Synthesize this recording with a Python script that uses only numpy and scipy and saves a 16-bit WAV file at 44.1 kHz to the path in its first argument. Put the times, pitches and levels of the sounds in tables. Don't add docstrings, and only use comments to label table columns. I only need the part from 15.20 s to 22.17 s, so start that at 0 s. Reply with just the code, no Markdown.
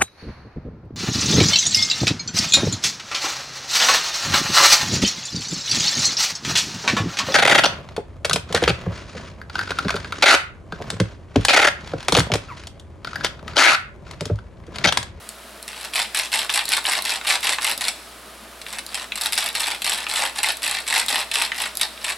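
import sys
import numpy as np
from scipy import signal
from scipy.fft import rfft, irfft, next_fast_len
from scipy.io import wavfile

SR = 44100
rng = np.random.default_rng(int(sys.argv[2]) if len(sys.argv) > 2 else 0)


def file_out(sig):
    cols = np.atleast_2d(sig).T
    lim = np.clip(cols, -1, 1)
    pcm = np.round(lim * 32767).astype(np.int16)
    wavfile.write(sys.argv[1], SR, pcm)


N = 307377
TIME = np.arange(N) / SR

# (frequency [Hz], relative density [dB per Hz])
HISS_COLOUR = [(25,-20),(80,-14.5),(110,-17),(220,-6),(400,-4.5),(700,-8),(1300,-4),(2000,-8.5),(4000,-10.5),(6500,-17.5),(10800,-14.5),(15000,-26)]
# (frequency [Hz], width [Hz], level against the plain path [dB])
STOVE_MODES = [(212,12,3.5),(654,82,4.5),(1234,33,-3)]
# (frequency [Hz], rms level [dB])
HUM_TONES = [(59.3,-55),(118.4,-69.5),(15734,-80)]
# (frequency [Hz], gain [dB])
SIDE_GAIN = [(100,-26),(300,-9),(2000,-6.5),(4500,-6),(8000,-4),(13000,-24)]
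# (time [s], level [dB])
TICKS = [(0.09, -13), (0.427, -16.5), (.74, -14), (1.454, -6), (1.49, -4), (1.822, -8), (2.206, -14),
         (2.577, -6), (3.664, -12), (4.017, -8), (4.037, -12), (4.05, -15), (4.154, -11), (4.241, -10),
         (4.288, -12), (4.329, -19), (5.37, -12), (5.862, -9), (6.553, -14), (6.571, -6)]
# (frequency [Hz], relative density [dB per Hz])
TICK_COLOUR = [(500,-10),(2800,-12),(4000,4),(5200,-2),(6500,-6.5),(8300,-3.5),(11500,-1),(16000,-13)]
# (start [s], end [s], soft scrape before the start [s], grinding level at mid-twist [dB],
#  swell from start to end [dB], opening crack level [dB])
TWISTS = [(0.479, 0.67, 0, -35, 7, -14), (.756, 0.854, .03, -22, -6.5, -3.5),
          (0.946, 1.047, 0.0077, -23, -1, -5), (1.118, 1.246, 0.0009, -21, -6.5, -12.5),
          (1.339, 1.415, 0.044, -19, -8.5, -3.5), (1.519, 1.589, 0.049, -19, -8, -3),
          (1.659, 1.785, 0.017, -21, 1, -9.5), (1.851, 1.954, 0.011, -20.5, -1.5, -5.5),
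          (2.069, 2.154, .035, -17.5, 1.5, -8), (2.229, 2.33, 0.0086, -18, 5, -11.5),
          (2.42, 2.519, 0.012, -19, 0, -11), (2.609, 2.693, 0.0015, -23, -3.5, -6.5),
          (3.467, 3.57, .02, -34.5, 6, -28), (3.744, 3.832, 0.059, -29, 1, -5),
          (4.011, 4.07, .03, -26, 3, -6), (4.177, 4.298, 0.028, -24.5, -10, -1.5),
          (4.351, 4.557, 0.0088, -23.5, -7.5, -7), (4.644, 4.83, 0.0053, -23, -9, -6.5),
          (4.897, 5.074, .02, -21, 2, -11), (5.183, 5.197, 0.031, -19.5, -5, -12),
          (5.231, 5.315, 0.0034, -20, 2, -1), (5.43, 5.599, .012, -22, -4, -8.5),
          (5.677, 5.818, 0.016, -20.5, 1.5, -11), (5.883, 6.017, 0, -20, -1.5, -5.5),
          (6.14, 6.266, 0.0086, -20.5, -4.5, -4), (6.379, 6.471, .035, -22.5, -2, -15),
          (6.612, 6.652, 0.018, -22, -4.5, -1), (6.843, 6.921, 0.046, -25.5, 1.5, -9.5)]
# (time [s], level [dB])
LATER_CRACKS = [(.611, -19), (0.647, -13.5), (.958, -11), (.972, -4.5), (0.989, -4), (1.719, -5),
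                (2.14, -8), (2.513, -5.5), (2.682, -2.5), (3.415, -19.5), (3.527, -13.5), (3.585, -10),
                (3.956, -10.5), (3.975, -9.5), (4.059, -2.5), (4.123, -5.5), (4.131, -3.5), (4.261, -6.5),
                (4.469, -8.5), (4.619, -7.5), (4.695, -4), (5.741, -7), (5.779, -1.5), (6.114, -8),
                (6.22, -4), (6.895, -9.5)]
# (frequency [Hz], relative density [dB per Hz])
GRIND_COLOUR = [(120,-42),(250,-19.5),(450,-13.5),(800,-0.5),(1300,-4),(2100,1),(3000,-1.5),(4100,-0.5),(5400,-4),(6500,-13.5),(8000,-7.5),(11000,-12),(13500,-19),(16000,-39)]
# (time [s], level [dB])
KNOCKS = [(1.294, -4.5), (1.652, -6.5), (2.012, -13), (2.054, -14.5), (2.384, -4.5), (3.464, -17),
          (3.92, -9), (4.866, -9), (6.318, -6), (6.352, -15), (6.776, -20.5)]
# (frequency [Hz], relative density [dB per Hz])
KNOCK_COLOUR = [(120,-60),(400,-22),(900,-9),(1700,-2),(2600,0),(3900,-7),(6000,-21),(15000,-40)]
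# (frequency [Hz], width [Hz], level against the plain path [dB])
BODY_MODES = [(887,87,-4),(1820,200,-14),(2677,220,-4),(3490,220,-8.5),(3830,450,-8.5),(7900,1350,-3),(10680,810,2.5)]

ARCH_DB = 3
SCRAPE_DB = -6.5
RELEASE_DB_PER_S = 507
START_TILT_DB, DULLING_DB, CRACK_TILT_DB = 0.31, 1.17, 2
SECOND_SNAP_S, SECOND_SNAP_DB = 0.00592, -5


def from_db(db):
    return 10 ** (np.asarray(db) / 20)


def rms_one(x):
    return x / np.sqrt(np.mean(x ** 2) + 1e-20)


def coloured(x, points, keep_power=True):
    size = 2 * next_fast_len(N // 2 + SR // 10)
    hz, db = np.transpose(points)
    bins_hz = np.fft.rfftfreq(size, 1 / SR)
    gain = from_db(np.interp(np.log(bins_hz + 1), np.log(hz), db))
    if keep_power:
        gain = rms_one(gain)
    cepstrum = irfft(np.log(gain))
    cepstrum[1:size // 2] *= 2
    cepstrum[size // 2 + 1:] = 0
    response = np.exp(rfft(cepstrum))
    return irfft(rfft(x, size) * response)[..., :N]


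def resonant(x, modes):
    out = x
    for hz, width_hz, db in modes:
        b, a = signal.iirpeak(hz, hz / width_hz, fs=SR)
        out = out + from_db(db) * signal.lfilter(b, a, x)
    return out


def stereo(mid, side):
    return mid + coloured(side, SIDE_GAIN, keep_power=False) * np.array([[1], [-1]])


def pan_hiss():
    spits = (rng.random(N) < 600 / SR) * rng.standard_normal(N)
    highpass = signal.butter(1, 4000, "high", fs=SR, output="sos")
    sizzle = from_db(13) * signal.sosfilt(highpass, spits)
    mid, side = rng.standard_normal((2, N))
    noise = stereo(mid + sizzle, from_db(-4.5) * side)
    return from_db(-43) * resonant(coloured(noise, HISS_COLOUR), STOVE_MODES)


def hum():
    out = np.zeros(N)
    for hz, rms_db in HUM_TONES:
        tone = np.sin(2 * np.pi * (hz * TIME + rng.random()))
        out += np.sqrt(2) * from_db(rms_db) * tone
    return out


def snaps(times, sizes, tilt_db, decay_s, vary_db):
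    at = np.clip((np.asarray(times) * SR).astype(int), 0, N - 1)
    edges_hz = np.array([150, 1000, 1700, 2500, 3500, 4800, 6800, 10000, 17000])
    centres_hz = np.sqrt(edges_hz[1:] * edges_hz[:-1])
    slope_db = np.outer(tilt_db, np.log2(centres_hz / 3000))
    own_colour_db = vary_db * rng.standard_normal((len(at), len(centres_hz)))
    band_power = from_db(slope_db + own_colour_db) ** 2
    band_power /= np.mean(band_power, axis=1, keepdims=True)
    energies = sizes[:, None] ** 2 * band_power
    opening = np.exp(-1 / (0.00058 * SR))
    out = np.zeros(N)
    for k, hz in enumerate(centres_hz):
        life_s = decay_s * (hz / 4000) ** -.55
        impulses = np.bincount(at, energies[:, k], N) + 1e-18
        energy = signal.lfilter([1 - opening], [1, -opening], impulses)
        decaying = signal.lfilter([decay_s / life_s], [1, -np.exp(-2 / (life_s * SR))], energy)
        rough = np.sign(rng.random(N) - .5)
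        band = signal.butter(2, edges_hz[k:k + 2], "band", fs=SR, output="sos")
        out += signal.sosfilt(band, np.sqrt(decaying) * rough)
    return out


def blows(table, colour, decay_s, vary_db, tilt_db=0):
    times, db = np.transpose(table)
    tilts_db = np.full(len(times), tilt_db)
    return coloured(snaps(times, from_db(db), tilts_db, decay_s, vary_db), colour)


def burr_ticks():
    return from_db(-9.0) * blows(TICKS, TICK_COLOUR, decay_s=0.00092, vary_db=1.5)


def wrist(times):
    effort, tilt_db = np.zeros((2, len(times)))
    for start, end, scrape_s, level_db, swell_db, _ in TWISTS:
        progress = np.clip((times - start) / max(end - start, .01), 0, 1)
        db = level_db + swell_db * (progress - .5)
        db -= ARCH_DB * (2 * progress - 1) ** 2
        db += SCRAPE_DB * (times < start)
        db -= RELEASE_DB_PER_S * np.maximum(times - end, 0)
        begun = times >= start - scrape_s
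        effort = np.where(begun, from_db(db), effort)
        tilt_db = np.where(begun, START_TILT_DB - DULLING_DB * progress, tilt_db)
    return effort, tilt_db


def crushing(per_s, spread_db, decay_s, vary_db, follows):
    draws = rng.random((int(per_s * TIME[-1] * 1.2), 2))
    gaps_s = (.25 + 1.5 * draws[:, 0]) / per_s
    times = np.cumsum(gaps_s)
    effort, tilt_db = wrist(times)
    sizes = rms_one(from_db(spread_db * draws[:, 1])) * effort ** follows
    run = coloured(snaps(times, sizes, tilt_db, decay_s, vary_db), GRIND_COLOUR)
    return run / np.sqrt(per_s * decay_s / 2)


def bites():
    return from_db(-5.5) * crushing(per_s=88, spread_db=9.0, decay_s=0.0023, vary_db=4.5, follows=1.0)


def grit():
    return from_db(-11.0) * crushing(per_s=480, spread_db=8, decay_s=0.0008, vary_db=4, follows=0.97)


def splits():
    openings = [(start, db) for start, *_, db in TWISTS]
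    first = np.array(openings + list(LATER_CRACKS))
    wait_s = SECOND_SNAP_S * (.5 + rng.random(len(first)))
    second = np.column_stack([first[:, 0] + wait_s, first[:, 1] + SECOND_SNAP_DB])
    return np.vstack([first, second])


def corn_cracks():
    return from_db(-9.5) * blows(splits(), GRIND_COLOUR, decay_s=0.002, vary_db=2.0, tilt_db=CRACK_TILT_DB)


def top_knocks():
    return from_db(-6.0) * blows(KNOCKS, KNOCK_COLOUR, decay_s=0.0012, vary_db=1.5)


def mill():
    contacts = burr_ticks() + bites() + grit() + corn_cracks() + top_knocks()
    return resonant(contacts, BODY_MODES)


def reflections(x, delay_s, t60, dull_hz, size=2048):
    age_s = np.arange(int(min(t60, 1) * SR)) / SR
    delay = int(delay_s * SR)
    lowpass = signal.butter(1, dull_hz, fs=SR, output="sos")
    dulled = np.pad(signal.sosfilt(lowpass, x), (size, 2 * size))
    dying = from_db(-60 * age_s / t60)
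    dying /= np.sqrt(np.sum(dying ** 2))
    fade = signal.windows.cosine(2 * size)
    out = np.zeros((2, N + 3 * SR))
    for i in range(0, N + size, size):
        block = fade * dulled[i:i + 2 * size]
        pattern = dying * rng.standard_normal((2, len(age_s)))
        echo = signal.fftconvolve(block[None], pattern, axes=1)
        out[:, i + delay:i + delay + echo.shape[1]] += echo
    mid, side = out[:, size:size + N]
    return stereo(mid, side)


def scene():
    background = pan_hiss() + hum()
    direct = mill()
    pan = from_db(-7.5) * reflections(direct, delay_s=.001, t60=0.057, dull_hz=9700)
    kitchen = from_db(-8.5) * reflections(direct, delay_s=.005, t60=0.19, dull_hz=11500, size=4096)
    tail = from_db(-16.5) * reflections(direct, delay_s=.03, t60=0.99, dull_hz=12000, size=16384)
    balance = from_db([[.15], [-.15]])
    return (direct + pan + kitchen + tail) * balance + background


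def record(dry):
    ceiling = .75
    rounded = ceiling * np.tanh(dry / ceiling)
    lowpass = signal.ellip(10, .1, 90, 16000, fs=SR, output="sos")
    return signal.sosfilt(lowpass, rounded)


dry = scene()
out = record(dry)
file_out(out)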